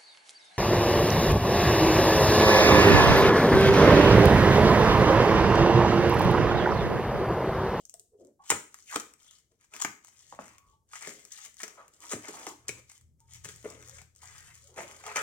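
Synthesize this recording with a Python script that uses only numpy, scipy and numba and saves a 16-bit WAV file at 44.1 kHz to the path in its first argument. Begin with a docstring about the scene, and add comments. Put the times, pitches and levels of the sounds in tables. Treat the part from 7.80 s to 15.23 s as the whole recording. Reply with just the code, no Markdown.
"""A taped cardboard parcel is slit with a knife and pulled open in a walled yard, a metre or two from a phone.
Tiny random fractures make every snap, crinkle and scrape; they ring the bright tape film, the cardboard flaps
and the hollow box. The knife is put down on a flat sheet and rattles; gliding tones make faint squeals.
Random echoes give the walls' short tail. Behind it all, filtered noise makes faint air and a rumble that surges."""
import sys
import numpy as np
from scipy import signal
from scipy.fft import rfft, irfft, next_fast_len
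from scipy.io import wavfile
from scipy.ndimage import uniform_filter1d
from numba import njit

SR = 44100
rng = np.random.default_rng(int(sys.argv[2]) if len(sys.argv) > 2 else 0)


def materialize(psi):
    """Save the field psi as 16-bit PCM at rate SR to the path in sys.argv[1].

    A 1-D psi becomes a single channel; in a 2-D psi each row is a channel.
    """
    bounded = np.clip(np.atleast_2d(psi).T, -1, 1)
    quanta = np.round(bounded * 32767).astype(np.int16)
    wavfile.write(sys.argv[1], SR, quanta)


N = 327516
TIME = np.arange(N) / SR

# Levels in these tables are starting points: the functions below trim them, and the yard adds echoes.

# still outdoor air, its balance of low and high: [pitch_hz, level_db]
AIR = [(25, -6), (60, 6.5), (110, 2), (250, -4.5), (450, -6.5), (900, -25), (2500, -40.5), (6500, -24),
       (10000, -25.5), (16000, -30.5)]
# distant rumble, coming in surges: [time_s, level_db]
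RUMBLE_LEVEL = [(0.0, -90.5), (2.3, -85), (2.56, -70), (2.92, -74.5), (3.1, -77), (3.7, -84.5),
                (4.7, -74.5), (4.97, -59.5), (5.16, -77.5), (5.24, -59), (5.42, -69.5), (5.55, -56.5),
                (5.9, -61.5), (6.2, -56.5), (6.36, -71.5), (6.45, -60.5), (6.8, -64), (7.42, -67)]
# the rumble's resonances: [pitch_hz, width_hz, level_db]
RUMBLE_BANDS = [(55, 28, -5), (82, 12, 4.5), (113.3, 15, 2.5), (147, 10, -9.5)]

# colour of the yard's echoes: [pitch_hz, level_db]
YARD_COLOUR = [(80, -4.5), (300, 4.5), (1000, -3.5), (2500, 1), (7000, -3.5), (15000, 2)]
# how far the left port leads the right for direct sound: [pitch_hz, lead_radians]
LEFT_LEAD = [(60, 0.01), (580, 0.27), (1000, 1.1), (1550, 1.36), (2550, 0.9), (3200, 1.3), (3800, 1.5),
             (5800, 2.5), (7300, 3.36), (9200, 1.5), (16000, 0.4)]
# where on the parcel the hands work: [time_s, left_minus_right_db]
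SIDE = [(0, 0.5), (0.7, 0.1), (1.15, 0.5), (2.0, 1.5), (3.2, 1.5), (3.7, 1.7), (4.3, 0), (5.1, 0.2),
        (6.2, 1.9), (6.7, 1.1), (7.3, 0)]
# how differently the two ports colour the sound: [pitch_hz, left_minus_right_db]
PORTS = [(100, 2.5), (700, -0.5), (1300, -2), (2100, 3.5), (3000, 3.5), (4000, 3.5), (5600, 9), (8000, 2),
         (10500, -7.5), (15000, 3)]

# what the tape film, the flaps and the box radiate: [pitch_hz, level_db]
FILM = [(800, -66.5), (2000, -39), (3000, 0), (4000, -4), (5500, 0.5), (6800, 9), (8300, 4), (10000, -6.5),
        (12500, -12), (15500, -13)]
FLAP = [(300, -29), (550, -14.5), (800, 1), (1250, 5), (1650, 3.5), (2200, 5.5), (3000, -5), (4000, -17),
        (7000, -28.5)]
BOX = [(40, -16), (100, -3.5), (200, -2), (330, -0.5), (480, 3), (650, 3), (900, -29), (1600, -41.5)]
# a crease letting go is brighter than rubbed film: [pitch_hz, level_db]
SNAP = [(800, -45), (2000, -23), (3000, -7), (4200, -4), (6500, 10), (8300, 9), (10500, -5.5), (13000, -3),
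        (16000, -10)]
# panel and cavity resonances of the parcel: [pitch_hz, width_hz, level_over_broad_response_db]
PANELS = [(230, 19, -7), (329, 6.7, -7), (420.4, 30, 0.5), (716, 89, -4.5), (954, 18, -13),
          (1253, 25, -1.5)]
# ring of the hollow box: it sinks a little, then climbs as the mouth is pulled wider: [time_s, pitch_hz]
HOLLOW_PITCH = [(0.7, 312), (4.9, 280), (5.85, 380), (7.0, 560)]

# faint squeals, nearly pure in tone: [start_s, length_s, first_hz, last_hz, level_db]
SQUEALS = [(0.317, 0.054, 440, 418, -60), (0.398, 0.03, 390.3, 330, -49), (0.442, 0.056, 355, 397, -60.5),
           (0.474, 0.046, 569, 580, -67), (0.591, 0.046, 1087, 1125, -60),
           (0.634, 0.073, 1140, 1220, -69.5), (2.703, 0.33, 1106, 1131, -70.5),
           (2.924, 0.061, 896, 852, -67.5), (5.396, 0.09, 910, 901, -68.5), (5.469, 0.12, 900, 930, -74),
           (6.068, 0.12, 500, 602, -63.5), (6.802, 0.091, 467, 632, -71.5)]
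# cardboard creaking as it is dragged: [start_s, length_s, pitch_hz, width_hz, level_db]
CREAKS = [(0.0, 0.0096, 537, 201, -63), (0.194, 0.047, 423, 78, -70), (0.328, 0.044, 510, 162, -62.5),
          (0.4, 0.048, 537, 195, -62), (0.431, 0.097, 268, 200, -61), (0.591, 0.073, 893, 202, -60.5),
          (1.469, 0.078, 3280, 600, -64), (2.759, 0.21, 1060, 199, -71.5), (3.972, 0.08, 1120, 530, -50),
          (3.976, 0.055, 564, 159, -54.5), (4.534, 0.17, 302, 109, -59), (4.438, 0.046, 1990, 800, -53),
          (4.533, 0.17, 855, 400, -52.5), (4.667, 0.062, 970, 400, -45), (6.425, 0.035, 940, 410, -53),
          (6.499, 0.16, 1710, 900, -61), (6.659, 0.13, 990, 298, -71), (6.66, 0.16, 2000, 696, -62.5),
          (6.881, 0.076, 466, 202, -61), (7.251, 0.08, 850, 400, -43.5)]
# the knife is put down, tip then handle: [start_s, level_db]
KNIFE = [(2.525, -41), (2.590, -35)]
# the knife on the flat sheet: [pitch_hz, width_hz, level_db]
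KNIFE_MODES = [(213, 150, -3.5), (670, 270, 3), (846, 370, 2), (1090, 400, -6.5), (2120, 2000, -28)]
# dull bumps of the hands and flaps on the box: [start_s, level_db, wall_pitch_hz, contact_s]
KNOCKS = [(0.138, -53, 784, 0.0056), (1.161, -36, 360, 0.004), (3.274, -43.5, 247, 0.005),
          (4.334, -30, 270, 0.0027), (4.362, -40.5, 268, 0.005), (4.492, -42, 274, 0.0053),
          (4.672, -40, 296, 0.0064), (4.717, -53, 280, 0.0044), (5.843, -44, 320, 0.0047),
          (5.853, -35.5, 410, 0.003), (6.987, -50, 516, 0.0022)]
# the parcel's big panels flex with a low boom: [start_s, level_db, pitch_hz]
BOOMS = [(0.716, -43.5, 174.8), (0.722, -50, 94.5), (0.723, -45, 220), (1.161, -52, 213),
         (2.05, -53.5, 134), (2.052, -55, 205), (2.594, -47.5, 221), (2.865, -63, 57), (2.925, -63.5, 78.4),
         (4.337, -47, 119), (4.891, -55, 95), (5.654, -48, 127), (7.365, -64, 111)]
# short bright ticks: creases popping in the tape, and the put-down knife rattling from 2.55 to 2.68 s:
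# [start_s, film_level_db, flap_level_db]
TICKS = [(0.0533, -46, -71), (0.0963, -43.5, -72), (0.1408, -42, -61.5), (0.1966, -46, -80),
         (0.449, -60, -90), (0.471, -64, -93), (0.9436, -43.5, -45), (0.988, -54, -57),
         (1.3377, -52.5, -59), (1.938, -49, -41.5), (1.965, -43.5, -43.5), (2.2477, -49.5, -55),
         (2.283, -56.5, -55.5), (2.405, -68, -68), (2.549, -58, -53.5), (2.644, -60, -51),
         (2.657, -55, -54), (2.681, -54, -53), (2.783, -53.5, -55), (3.395, -54, -65), (3.444, -59, -69),
         (3.4517, -46, -56.5), (3.6526, -53, -75), (3.661, -46.5, -53.5), (3.743, -54.5, -80),
         (3.769, -51.5, -66), (3.88, -43.5, -47), (4.0809, -54.5, -63), (4.2046, -51.5, -68),
         (4.238, -50, -48.5), (5.0985, -50.5, -56.5), (5.1174, -51.5, -58), (5.179, -55, -68),
         (5.212, -59.5, -68), (5.4041, -60, -73), (5.5362, -46.5, -69), (5.549, -57, -69),
         (5.7611, -49.5, -73), (5.903, -45.5, -61), (6.027, -57, -54), (6.0763, -51, -60),
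         (6.0854, -49, -59), (6.096, -45, -55), (6.217, -52, -53), (6.351, -62.5, -78), (6.362, -54, -69.5),
         (6.754, -51, -65), (6.8419, -55, -74), (7.113, -50, -46)]
# the blade runs along the seam and the cut flap rings ever lower:
# [start_s, length_s, first_hz, last_hz, final_level_db]
SLICE = (1.09, 0.0522, 2399.5, 949.5, -36)
# strokes of the blade and hands; the levels are those at the start, and a negative fade grows louder:
# [start_s, length_s, film_level_db, flap_level_db, box_level_db, fade_db, scrape_pitch_hz]
STROKES = [(0.0, 0.039, -57, -77, -63, 11, 620), (0.397, 0.13, -66, -94, -49, 24, 620),
           (0.93, 0.27, -57.5, -79.5, -80.5, -6.5, 2150), (1.398, 0.082, -54.5, -63, -82.5, 3.5, 1280),
           (1.512, 0.091, -52, -62.5, -82, 10, 1925), (1.72, 0.039, -68, -75, -67.5, 14, 888),
           (1.814, 0.035, -59.5, -63, -88.5, 1, 1770), (1.941, 0.032, -45.5, -45.5, -55.5, 3, 1370),
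           (2.235, 0.33, -57, -67, -81.5, -2, 1960), (2.602, 0.16, -51.5, -49.5, -60.5, 10.5, 850),
           (2.866, 0.088, -67.5, -80, -75.5, 4.5, 1006), (3.15, 0.051, -45.5, -57, -73, 4, 1700),
           (3.222, 0.055, -42, -41.5, -60, 1.5, 2150), (3.281, 0.21, -44.5, -52.5, -52.5, 16.5, 1940),
           (3.518, 0.14, -46, -54.5, -98, -1.5, 1950), (3.66, 0.035, -51, -57.5, -64, 7, 1960),
           (3.832, 0.27, -51, -50.5, -56, 20, 1190), (4.138, 0.12, -56.5, -65.5, -67.5, 13, 1210),
           (4.228, 0.22, -46.5, -47.5, -60, 10.5, 1010), (4.449, 0.22, -44.5, -45, -55.5, 1, 920),
           (4.679, 0.044, -38.5, -58, -52, 11.5, 1010), (4.777, 0.22, -70.5, -70.5, -74.5, -16.5, 1080),
           (5.099, 0.084, -49.5, -58, -90, 13, 2060), (5.403, 0.061, -69.5, -76, -86, 13, 886),
           (5.52, 0.13, -58, -65, -80, 10, 2000), (5.652, 0.2, -44.5, -52, -63, 14.5, 1700),
           (5.862, 0.17, -46.5, -46.5, -44.5, 15.5, 970), (6.007, 0.22, -55.5, -60.5, -73, -6.5, 1680),
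           (6.367, 0.038, -58, -75.5, -83, 2, 1490), (6.425, 0.29, -48, -51, -70, 5, 1700),
           (6.74, 0.29, -53, -66, -76, 9.5, 1190), (6.985, 0.068, -41, -34, -37, 10, 905),
           (7.076, 0.23, -48, -49.5, -56, 9.5, 895), (7.26, 0.067, -45, -38.5, -52.5, -1, 1040),
           (7.369, 0.062, -33.5, -25, -38.5, 7.5, 1370)]
# tape pulled taut crackles ever louder until it gives:
# [start_s, length_s, final_film_level_db, final_flap_level_db, scrape_pitch_hz]
PULLS = [(0.642, 0.076, -41, -48, 1350), (1.092, 0.045, -37.5, -45.5, 1560),
         (1.975, 0.029, -37.5, -44, 1414), (3.1, 0.036, -45.5, -54, 1513), (3.779, 0.042, -40, -50.5, 1820),
         (4.283, 0.04, -37.5, -43, 1380), (5.483, 0.085, -47, -55.5, 2104)]
# tape and cardboard giving way:
# [start_s, film_level_db, flap_level_db, box_level_db, flap_pitch_hz, decay_s]
RIPS = [(0.695, -37, -54, -64, 1230, 0.0033), (0.7025, -16.5, -21, -34, 1130, 0.0023),
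        (0.708, -25, -30.5, -45, 1140, 0.0012), (0.7153, -36, -23, -34, 915, 0.002),
        (0.7216, -42, -35.5, -28.5, 740, 0.0005), (1.127, -51, -37, -60, 960, 0.00071),
        (1.1442, -37, -37.5, -60, 1250, 0.005), (1.1568, -35, -42, -40, 1090, 0.004),
        (1.1595, -28.5, -24.5, -30.5, 905, 0.002), (1.199, -35.5, -50, -48.5, 830, 0.0018),
        (2.0007, -41, -43, -71, 1206, 0.0036), (2.0135, -38, -46, -71, 1230, 0.0026),
        (2.0169, -29.5, -41, -63, 1040, 0.0018), (2.0216, -26, -34, -53, 1170, 0.0016),
        (2.0478, -30.5, -25, -35.5, 752, 0.0019), (3.1334, -48.5, -42.5, -79.5, 1112, 0.0034),
        (3.1553, -44, -43.5, -79, 2170, 0.0095), (3.2096, -48, -52, -79, 2200, 0.0041),
        (3.223, -43.5, -46, -74, 2040, 0.0045), (3.273, -42, -41.5, -44.5, 1700, 0.0012),
        (3.2926, -42.5, -45.5, -59, 2180, 0.0008), (3.307, -64, -50, -70, 2320, 0.002),
        (3.5214, -43, -78, -83, 2150, 0.0067), (3.5857, -57, -53, -77, 1150, 0.008),
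        (3.8017, -49, -42, -73, 1730, 0.0092), (3.832, -34.5, -37.5, -43.5, 1680, 0.0065),
        (4.313, -34.5, -42, -46, 1470, 0.025), (4.32, -35, -35.5, -42, 1440, 0.008),
        (4.332, -37.5, -36, -58, 685, 0.0037), (4.4843, -40.5, -45, -43.5, 604, 0.0086),
        (4.6668, -39.5, -36, -43, 840, 0.0045), (4.8825, -30, -46.5, -58, 1250, 0.0059),
        (4.8918, -35, -32, -38.5, 2650, 0.0019), (5.646, -41, -48, -57.5, 1774, 0.0042),
        (5.6539, -43, -44, -49, 1350, 0.0025), (5.689, -42, -47, -51.5, 2230, 0.0011),
        (5.846, -60, -49, -54, 1510, 0.0039), (5.855, -62, -48, -40, 1080, 0.0063),
        (6.184, -53, -53, -73, 2200, 0.0063), (6.963, -59, -58, -51.5, 578, 0.0069),
        (6.974, -56, -44, -44, 806, 0.0047), (6.986, -57, -40, -41.5, 950, 0.0028),
        (7.239, -52, -44, -71, 850, 0.0029), (7.3153, -57, -44, -64, 2100, 0.004),
        (7.3591, -31.5, -27.5, -39, 2110, 0.0048), (7.3684, -32, -26, -50, 2080, 0.0053)]

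TOP_HZ = 16300  # the treble is cut above this
ATTACK_S, RELEASE_S = 0.011, 0.0023  # how fast rubbing starts and stops
PULL_RISE_DB = 13  # from the first tug to the break
LOOSE = 0.9  # strength of the fibres that let go after a rip
BOOM_SHARE, BOOM_DECAY_S = 0.55, 0.024  # resonance width as a share of pitch; how the push dies away


def undb(db):
    """Decibels to gain."""
    return 10 ** (np.asarray(db) / 20)


def unit(x):
    """Scale to an rms (average strength) of 1."""
    return x / np.sqrt(np.mean(x ** 2) + 1e-20)


def steady(x, span_s):
    """Hold the average power near 1 over the span, keeping the finer grain."""
    power = np.maximum(uniform_filter1d(x ** 2, int(span_s * SR) + 1), 0)
    return x / np.sqrt(power + 1e-4 * np.mean(x ** 2))


def curve(rows):
    """Rows of (time_s, value) joined by straight lines."""
    return np.interp(TIME, *np.transpose(rows))


def walk(rate_hz):
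    """Smooth random wander, spread near 1."""
    hold = max(int(SR / rate_hz), 2)
    steps = np.repeat(rng.standard_normal(N // hold + 1), hold)
    smooth = uniform_filter1d(uniform_filter1d(steps, hold), hold)
    return unit(smooth[:N])


def grains(count, rate_hz, spread_db):
    """Tiny fractures at random moments: many small, a few large."""
    size = undb(spread_db * np.minimum(rng.exponential(size=count), 4))
    happens = rng.random(count) < rate_hz / SR
    return size * rng.choice([-1, 1], count) * happens


def through(x, impulse_response):
    """Pass a sound through an impulse response."""
    return signal.fftconvolve(x, impulse_response)[:len(x)]


def response(points, share=1, size=4096):
    """Impulse response with the given (pitch_hz, level_db) outline, reacting as early as it can."""
    hz, db = np.transpose(points)
    grid = np.maximum(np.arange(size // 2 + 1) * SR / size, 1)
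    outline_db = share * np.interp(np.log(grid), np.log(hz), db)
    # folding the cepstrum puts all the response after the blow (minimum phase)
    cepstrum = irfft(np.log(undb(outline_db)))
    cepstrum[1:size // 2] *= 2
    cepstrum[size // 2 + 1:] = 0
    return irfft(np.exp(rfft(cepstrum)))


@njit
def resonate(x, hz, width):
    """One resonance whose pitch may move: a state-variable band-pass filter."""
    out, band_state, low_state = np.empty(len(x)), 0., 0.
    for i in range(len(x)):
        g, damping = np.tan(np.pi * hz[i] / SR), width / hz[i]
        v = (band_state + g * (x[i] + 1e-18 - low_state)) / (1 + g * (g + damping))
        band_state = 2 * v - band_state
        low_state = low_state + 2 * g * v
        out[i] = damping * v
    return out


def band(x, hz, width_hz):
    """One resonance of fixed pitch."""
    return resonate(x, np.full(len(x), float(hz)), float(width_hz))


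def double_band(x, hz, width_hz):
    """The same fixed resonance twice, for steeper sides."""
    return band(band(x, hz, width_hz), hz, width_hz)


def ring(x, modes):
    """Sum of fixed resonances."""
    return sum(undb(db) * band(x, hz, width_hz) for hz, width_hz, db in modes)


def outdoors(air_db=-78, air_apart=0.43, rumble_apart=0.51):
    """Faint air and a surging far-off rumble: filtered noise, mostly alike at both ports."""
    shared_air, shared_low = rng.standard_normal((2, N))
    air, rumble = [], []
    for _ in range(2):
        hiss = shared_air + air_apart * rng.standard_normal(N)
        air.append(unit(through(hiss, response(AIR))))
        low = shared_low + rumble_apart * rng.standard_normal(N)
        rumble.append(steady(ring(ring(low, RUMBLE_BANDS), RUMBLE_BANDS), 0.038))
    air_gain = undb(air_db + 0.41 * walk(3))
    return np.array(air) * air_gain + np.array(rumble) * undb(curve(RUMBLE_LEVEL))


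def reflections(x, envelope, alike_hz=650, size=4096):
    """Echoes with the given envelope; the parcel keeps moving, so their pattern is new from moment to moment."""
    out = np.zeros((2, N + 2 * size + len(envelope)))
    padded = np.pad(x, size)
    window = np.sin(np.pi * np.arange(size) / size)
    for start in range(0, N + size, size // 2):
        paths = rng.standard_normal((2, len(envelope))) * envelope
        echo = signal.fftconvolve([padded[start:start + size] * window], paths, axes=1)
        out[:, start:start + size + len(envelope) - 1] += echo
    mid, side = out[:, size:size + N]
    # long waves reach both ports alike
    side = signal.sosfilt(signal.butter(2, alike_hz, "high", fs=SR, output="sos"), side)
    return np.array([mid + side, mid - side]) / np.sqrt(2)


def yard(x, near_db, tail_db, t60_s=0.35, near_decay_s=0.012, size=16000):
    """Direct sound leads at the left port; ground and body scatter it at once, the walls leave a short tail."""
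    t = np.arange(size) / SR
    padded = next_fast_len(N + size)
    lead = np.interp(np.arange(padded // 2 + 1) * SR / padded, *np.transpose(LEFT_LEAD))
    right = irfft(rfft(x, padded) * np.exp(-1j * lead), padded)[:N]
    direct = np.array([x, right])
    near = np.exp(-t / near_decay_s) * (t > .0002)
    tail = np.exp(-np.log(1000) * t / t60_s) * (1 - np.exp(-t / 0.013))
    near_part = undb(near_db) * near / np.linalg.norm(near)
    tail_part = undb(tail_db) * tail / np.linalg.norm(tail)
    echoes = reflections(x, np.hypot(near_part, tail_part))
    return direct + np.array([through(echo, response(YARD_COLOUR)) for echo in echoes])


def hollow(x, hz, width_hz=260, wall_db=-2):
    """The air in the box rings; some sound comes straight through the walls."""
    return resonate(x, np.ones(len(x)) * hz, float(width_hz)) + undb(wall_db) * x


def patch(part, low_hz=5400, high_hz=9000, width_hz=1400, patch_db=-2):
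    """Each patch of tape favours a pitch of its own."""
    return part + undb(patch_db) * band(part, rng.uniform(low_hz, high_hz), width_hz)


def facets(x, low_hz, high_hz, spread_db, rate_hz, count=9):
    """A crumpling sheet is many small facets: each has its own pitch, and they take turns at ringing."""
    pitches = np.geomspace(low_hz, min(high_hz, .4 * SR), count)
    return sum(band(x, hz, hz / 5) * undb(spread_db * walk(rate_hz)) for hz in pitches)


def crackle(low_hz, high_hz, count=9):
    """Lone creases buckle, each at its own pitch."""
    pitches = np.geomspace(low_hz, min(high_hz, .4 * SR), count)
    return sum(band(grains(N, 28, 2.6), hz, hz / 3) for hz in pitches)


def squeals():
    """Short gliding tones that waver in strength and pitch; the low ones waver most for their pitch."""
    out = np.zeros(N)
    waver_hz, flutter = 11 * walk(260), undb(2.5 * walk(150))
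    for start_s, length_s, first_hz, last_hz, db in SQUEALS:
        along = np.clip((TIME - start_s) / length_s, 0, 1)
        hz = first_hz + (last_hz - first_hz) * along + waver_hz
        phase = 2 * np.pi * np.cumsum(hz) / SR
        out += undb(db) * 2 * np.sin(np.pi * along ** .7) * np.sin(phase)
    return out * flutter


def creaks(slip_rate_hz=1400):
    """Quick slips ring one panel; each creak starts fast and relaxes."""
    out = np.zeros(N)
    for start_s, length_s, hz, width_hz, db in CREAKS:
        size, start = int(length_s * SR), max(int(start_s * SR), 0)
        tone = double_band(grains(size, slip_rate_hz, 2.2), hz, width_hz)
        swell = np.sin(np.pi * np.linspace(0, 1, size) ** .5)
        out[start:start + size] += undb(db) * unit(tone * swell)
    return out


def contact(start_s, length_s, slope_db):
    """Gain of one touch: quick attack, a rise or fade in dB while it lasts, quick release."""
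    before = (start_s - TIME) / ATTACK_S
    after = (TIME - start_s - length_s) / RELEASE_S
    outside = np.maximum(np.maximum(before, after), 0)
    slope = undb(slope_db * np.clip((TIME - start_s) / length_s, 0, 1))
    return slope * np.exp(-np.minimum(outside, 20))


def slicing(width_hz=650, rise_db=13, slip_rate_hz=2600):
    """Quick slips of the blade ring a lengthening strip of flap, louder as it goes."""
    start_s, length_s, first_hz, last_hz, db = SLICE
    along = np.clip((TIME - start_s) / length_s, 0, 1)
    hz = first_hz * (last_hz / first_hz) ** along
    slips = grains(N, slip_rate_hz, 1.5)
    tone = resonate(resonate(slips, hz, float(width_hz)), hz, float(width_hz))
    return undb(db - rise_db) * contact(start_s, length_s, rise_db) * steady(tone, .02)


def effort():
    """How hard pulls and strokes work film, flap and box; the strongest touch weighs most in the scrape's pitch."""
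    film, flap, box, pitch = np.zeros((4, N))
    for start_s, length_s, film_db, flap_db, box_db, fade_db, hz in STROKES:
        gain = contact(start_s, length_s, -fade_db)
        film += undb(film_db) * gain
        flap += undb(flap_db) * gain
        box += undb(box_db) * gain
        pitch += hz * undb(flap_db) * gain
    for start_s, length_s, film_db, flap_db, hz in PULLS:
        gain = contact(start_s, length_s, PULL_RISE_DB) * undb(-PULL_RISE_DB)
        film += undb(film_db) * gain
        flap += undb(flap_db) * gain
        pitch += hz * undb(flap_db) * gain
    return film, flap, box, pitch / flap


def handling(film, flap, box, film_db=-2, flap_db=-3, box_db=-3, squeak_width_hz=400, snap_db=-12):
    """Film crinkles in grains; cardboard edges stick and slip, ringing the free length of flap and the box."""
    film_gain, flap_gain, box_gain, scrape_hz = effort()
    # creases give way in little bunches, and jolt the cardboard under them
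    creases = unit(grains(N, 1000, 5)) * undb(3.5 * walk(170))
    slips = unit(grains(N, 900, 4)) * undb(3.5 * walk(90)) + .7 * creases

    scrape = through(facets(slips, 600, 4200, spread_db=5, rate_hz=45, count=11), flap)
    scrape = unit(scrape) + .7 * unit(through(crackle(700, 3600), flap))
    scrape = scrape + resonate(scrape, scrape_hz, float(squeak_width_hz))

    # now and then a crease snaps brightly
    snaps = unit(through(grains(N, 190, 1.7), response(SNAP)))
    crinkle = unit(through(creases, film)) + unit(through(crackle(2500, 12000), film))
    crinkle = steady(crinkle + undb(snap_db) * snaps, 0.14)

    drag = hollow(through(slips, box), curve(HOLLOW_PITCH))
    tape = undb(film_db) * film_gain * crinkle
    cardboard = undb(flap_db) * flap_gain * steady(scrape, 0.1)
    return tape + cardboard + undb(box_db) * box_gain * steady(drag, 0.013)


def add_blow(track, start_s, part, db, decay_s, first=3, loose=0, strain_s=0.0017, loose_decay_s=0.019, size=6000):
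    """A blow swells, breaks and dies away in an avalanche of grains that rings a part; loose ones follow singly."""
    lead = size // 16
    t = (np.arange(size) - lead) / SR
    straining = 0.18 * np.exp(-np.abs(t) / strain_s)
    breaking = np.exp(-np.abs(t) / max(decay_s, .0002))
    envelope = np.where(t < 0, straining, breaking)
    stragglers = grains(size, 260, 3) * (t > .004)
    push = grains(size, 20000, 2.2) * envelope + loose * stragglers * np.exp(-np.abs(t) / loose_decay_s)
    push[lead] = first
    sound = through(push, part)
    # db sets the level of the loudest 4 ms
    sound *= undb(db) / np.sqrt(uniform_filter1d(sound ** 2, size=176).max())
    start = max(int(start_s * SR) - lead, 0)
    track[start:start + size] += sound[:N - start]


def knife_down(track):
    """The knife lands on a soft sheet that takes the edge off it: steep resonances."""
    click = signal.unit_impulse(4096)
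    sheet = sum(undb(db) * double_band(click, hz, width_hz) for hz, width_hz, db in KNIFE_MODES)
    for start_s, db in KNIFE:
        add_blow(track, start_s, sheet, db, decay_s=0.003, first=9.5, loose=2.2)


def knocks(track, box, trim_db=-1, wall_width_hz=230):
    """Bumps shake only the box walls, each spot at its own pitch."""
    for start_s, db, hz, contact_s in KNOCKS:
        add_blow(track, start_s, double_band(box, hz, wall_width_hz), db + trim_db, contact_s)


def booms(track):
    """Big panels flex: a short push rings one broad low resonance."""
    for start_s, db, hz in BOOMS:
        panel = double_band(signal.unit_impulse(4096), hz, BOOM_SHARE * hz)
        add_blow(track, start_s, panel, db, BOOM_DECAY_S)


def ticks(track, flap, film_trim_db=-1, flap_trim_db=-3, decay_s=0.00088):
    """Popping creases and the rattling knife: each tick is a very short blow with a bright and a duller part."""
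    snap = response(SNAP)
    for start_s, film_db, flap_db in TICKS:
        add_blow(track, start_s, patch(snap), film_db + film_trim_db, decay_s, first=10, loose=.6)
        add_blow(track, start_s, flap, flap_db + flap_trim_db, decay_s)


def rips(track, film, flap, box, flap_trim_db=-1, box_trim_db=-2, box_lag_s=0.00065, own_db=2, flap_width_hz=450):
    """A rip shakes the whole parcel: tape and flap at once, the hollow box a moment later."""
    for start_s, film_db, flap_db, box_db, hz, decay_s in RIPS:
        torn_flap = flap + undb(own_db) * band(flap, hz, flap_width_hz)
        hollow_box = hollow(box, np.interp(start_s, *np.transpose(HOLLOW_PITCH)))
        add_blow(track, start_s, patch(film), film_db, decay_s, loose=LOOSE)
        add_blow(track, start_s, torn_flap, flap_db + flap_trim_db, decay_s, loose=LOOSE)
        add_blow(track, start_s + box_lag_s, hollow_box, box_db + box_trim_db, decay_s * 0.5)


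def blows(film, flap, box):
    """All the short events on one track: knife, knocks, booms, ticks and rips."""
    track = np.zeros(N)
    knife_down(track)
    knocks(track, box)
    booms(track)
    ticks(track, flap)
    rips(track, film, flap, box)
    return track


def scene():
    """The parcel's three parts, played by blows and handling, in the yard."""
    film, flap, box = response(FILM), response(FLAP), response(BOX)
    flap = flap + ring(flap, PANELS)
    box = box + ring(box, PANELS)
    background = outdoors()
    hands = undb(-6) * (squeals() + creaks() + slicing() + handling(film, flap, box))
    rubbed = yard(hands, near_db=0, tail_db=-3)
    struck = yard(blows(film, flap, box), near_db=-4, tail_db=-7.5)
    # half the difference goes to each side
    balance = undb(np.outer([.5, -.5], curve(SIDE)))
    return (struck + rubbed) * balance + background


def record(dry):
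    """The two microphone ports colour the sound differently; strong peaks are rounded and the top is cut."""
    ports = np.array([through(x, response(PORTS, share)) for x, share in zip(dry, (.5, -.5))])
    rounded = .8 * np.tanh(ports / .8)
    return signal.sosfilt(signal.ellip(8, .2, 70, TOP_HZ, fs=SR, output="sos"), rounded)


dry = scene()
out = record(dry)
materialize(out)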